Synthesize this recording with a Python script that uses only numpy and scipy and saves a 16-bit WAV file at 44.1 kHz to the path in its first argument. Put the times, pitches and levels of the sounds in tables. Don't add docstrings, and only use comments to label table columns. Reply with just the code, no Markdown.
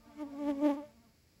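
import sys
import numpy as np
from scipy.fft import rfft, irfft, next_fast_len
from scipy.io import wavfile
from scipy.ndimage import map_coordinates

SR = 44100
rng = np.random.default_rng(int(sys.argv[2]) if len(sys.argv) > 2 else 0)


def int16_out(signal):
    q = np.round(np.clip(np.atleast_2d(signal).T, -1, 1) * 32767)
    wavfile.write(sys.argv[1], SR, q.astype(np.int16))


N = 61739

# (frequency [Hz], level per Hz [dB])
AIR_COLOUR = [(15, -43), (30, -13.5), (55, 1.5), (125, -5), (300, -12.5), (480, -17.5), (900, -27.5),
              (1500, -26.5), (2200, -23), (3400, -30), (5000, -21.5), (6200, -30), (7200, -27.5),
              (11000, -29.5), (15500, -29.5)]
# (time [s], wingbeat [Hz], level [dB])
FAR_FLIGHT = [(0, 225.1, -67), (.09, 229.1, -57.5), (.2, 226.4, -59), (.35, 232.2, -58.5),
              (.46, 226.7, -56), (.66, 224.3, -54), (.8, 225.9, -60.5), (.92, 221.6, -68),
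              (.98, 232.1, -67.5), (1.05, 229.3, -64.5), (1.075, 222.2, -68.5), (1.18, 222, -83.5),
              (1.4, 223.8, -79.5)]
FAINT_FLIGHT = [(0, 296, -76), (.06, 302, -64), (.125, 298, -64), (.2, 299, -68), (.35, 296, -64),
                (.56, 297, -67), (.75, 300, -72), (.9, 296, -92)]
# (frequency [Hz], level [dB])
FAR_COLOUR = [(228, -4), (456, -16), (684, -14.5), (912, -14), (1400, -22.5), (2500, -32.5), (4500, -36)]
FAINT_COLOUR = [(298, -2), (600, -7.5), (900, -11), (1160, -10.5), (1500, -23), (2100, -26.5),
                (4500, -28.5)]
# (time [s], wingbeat [Hz])
WINGBEAT = [(0, 292), (.14, 290), (.19, 298), (.224, 304), (.25, 273), (.285, 294), (.322, 273),
            (.346, 285), (.365, 275), (.398, 297), (.452, 283), (.466, 290), (.476, 287), (.49, 301),
            (.532, 275), (.605, 279), (.622, 303), (.632, 293), (.645, 302), (.655, 292), (.666, 304),
            (.686, 277), (.701, 294), (.73, 271), (.744, 292), (.758, 266), (.776, 305), (.816, 282),
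            (.84, 300), (.92, 288)]
# (time [s], level [dB])
FUNDAMENTAL = [(0, -76), (.135, -64), (.176, -50), (.2, -42), (.23, -37), (.246, -44), (.268, -44),
               (.285, -53), (.33, -45), (.37, -45), (.42, -38), (.455, -36.5), (.498, -30), (.522, -34),
               (.553, -43), (.585, -38), (.612, -38), (.63, -29), (.666, -25), (.69, -30.5), (.71, -30.5),
               (.76, -42.5), (.798, -42), (.86, -68)]
OCTAVE = [(0, -80), (.17, -70), (.2, -51), (.23, -46), (.25, -58), (.32, -62), (.35, -53), (.38, -54),
          (.42, -44), (.46, -44), (.497, -36), (.518, -40), (.538, -51), (.605, -45), (.628, -38),
          (.662, -31), (.685, -35), (.703, -34.5), (.755, -51), (.838, -49), (.93, -73)]
THIRD = [(0, -82), (.17, -76), (.208, -52), (.235, -53), (.255, -67), (.33, -71), (.4, -54), (.505, -45),
         (.555, -69), (.585, -63), (.625, -44), (.66, -40), (.675, -44), (.703, -42), (.757, -60),
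         (.772, -53), (.835, -62), (.855, -69), (.9, -72), (.95, -88)]
FOURTH = [(0, -89), (.07, -71), (.17, -87), (.198, -58), (.235, -67), (.325, -72.5), (.35, -60.5),
          (.42, -62), (.48, -50.5), (0.519, -54.5), (.57, -69), (.625, -55.5), (.7, -51.5), (.755, -56.5),
          (.835, -65), (.865, -80)]
# (time [s], level [dB])
PUFF_LEVEL = [(0, -85.5), (.14, -75), (.215, -61), (.255, -77.5), (.33, -68.5), (.41, -65), (.5, -60),
              (.55, -68), (.6, -64), (.64, -57.5), (.7, -62), (.748, -60.5), (.765, -69.5), (.9, -74.5),
              (1.05, -83.5)]
SNAP_LEVEL = [(.15, -78), (.2, -63), (.225, -62), (.255, -77), (.37, -73), (.41, -64), (.46, -62),
              (.49, -52), (.512, -54), (.53, -70), (.61, -68), (.662, -46.5), (.682, -53), (.698, -48),
              (.735, -61), (.775, -65), (.85, -70)]
# (frequency [Hz], level per Hz [dB])
PUFF_COLOUR = [(100, 9), (430, 13), (750, 9), (1300, 2), (2250, -4.5), (4000, -2.5), (7300, -2),
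               (11500, -7), (15500, -15.5)]
RING_COLOUR = [(100, -59), (1900, -25.5), (2240, -3), (2600, -25), (16000, -72)]
# (frequency [Hz], level [dB])
SNAP_COLOUR = [(600, -51), (1200, -12), (1450, -1), (1780, 1), (2080, 0.5), (2400, -4.5), (3300, -5),
               (4300, -15.5), (7000, -23.5), (15000, -18)]
# (centre [Hz], half width [Hz])
NOTCHES = [(9130, 860), (13350, 920)]


def amp(db):
    return 10 ** (np.asarray(db) / 20)


def unit(x):
    return x / np.sqrt(np.mean(x ** 2) + 1e-20)


def along(points, hz):
    f, v = np.transpose(points)
    return np.interp(np.log(hz + 1), np.log(f + 1), v)


def curves(rows):
    s, *cols = np.transpose(rows)
    return [np.interp(np.arange(N) / SR, s, c) for c in cols]


def level(rows, fade_db_per_s=200):
    t = np.arange(N) / SR
    return curves(rows)[0] - fade_db_per_s * np.abs(t - np.clip(t, rows[0][0], rows[-1][0]))


def wobble(rate):
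    return map_coordinates(rng.standard_normal(int(N * rate / SR) + 4), [np.arange(N) * rate / SR])


def filtered(x, response):
    m = next_fast_len(N + SR // 2)
    return irfft(rfft(x, m) * response(np.fft.rfftfreq(m, 1 / SR)), m)[:N]


def noise(colour):
    return unit(filtered(rng.standard_normal(N), lambda hz: amp(along(colour, hz))))


def partial(phase, waver_db):
    return np.sqrt(2) * np.sin(phase) * amp(waver_db * wobble(35.68))


def outdoor_air():
    return amp(-66 + 0.66 * wobble(7.2)) * noise(AIR_COLOUR)


def background_bee(flight, colour, flutter_hz):
    beat_hz, level_db = curves(flight)
    phase = 2 * np.pi * np.cumsum(beat_hz + flutter_hz * wobble(70)) / SR
    drone = sum(amp(along(colour, k * beat_hz)) * partial(k * phase, waver_db=4.5) for k in range(1, 20))
    return amp(level_db) * drone


def wing_air(phase, pulse_depth=0.2, ring_db=-6):
    level_db = level(PUFF_LEVEL)
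    puff = unit((1 + pulse_depth * np.cos(phase)) * noise(PUFF_COLOUR))
    return amp(level_db) * puff + amp(level_db + ring_db) * noise(RING_COLOUR)


def wing_snap(phase, beat_hz, slip_rad=0.04, smear_rad=0.25, rasp_share=0.18):
    snap_phase = phase + slip_rad * wobble(200)
    clicks = unit(sum(
        amp(along(SNAP_COLOUR, k * beat_hz)) * np.cos(k * snap_phase + smear_rad * wobble(25.11))
        for k in range(5, 48)))
    stroke = (1 + np.cos(phase)) / 2
    rasp = unit(stroke ** 2 * noise(SNAP_COLOUR))
    level_db = level(SNAP_LEVEL) - 0.5 + 0.8 * wobble(200)
    return amp(level_db) * (np.sqrt(1 - rasp_share) * clicks + np.sqrt(rasp_share) * rasp)


def wing_hum(phase):
    return sum(amp(level(rows)) * partial(k * phase + np.pi * (k > 1), waver_db=0.19 * k * k)
               for k, rows in enumerate([FUNDAMENTAL, OCTAVE, THIRD, FOURTH], 1))


def near_bee(flutter_hz=1.3):
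    beat_hz = curves(WINGBEAT)[0] + flutter_hz * wobble(150)
    phase = 2 * np.pi * np.cumsum(beat_hz) / SR
    return wing_hum(phase) + wing_snap(phase, beat_hz) + wing_air(phase)


def scene():
    far_bee = background_bee(FAR_FLIGHT, FAR_COLOUR, flutter_hz=5)
    faint_bee = background_bee(FAINT_FLIGHT, FAINT_COLOUR, flutter_hz=5.16)
    return (far_bee + faint_bee + near_bee() + outdoor_air())[None]


def record(dry):
    def response(hz, top_hz=15800):
        notches = [1 - np.exp(-((hz - centre) / width) ** 2) for centre, width in NOTCHES]
        return np.prod(notches, axis=0) * (hz < top_hz)
    return filtered(dry[0], response)[None]


dry = scene()
out = record(dry)
int16_out(out)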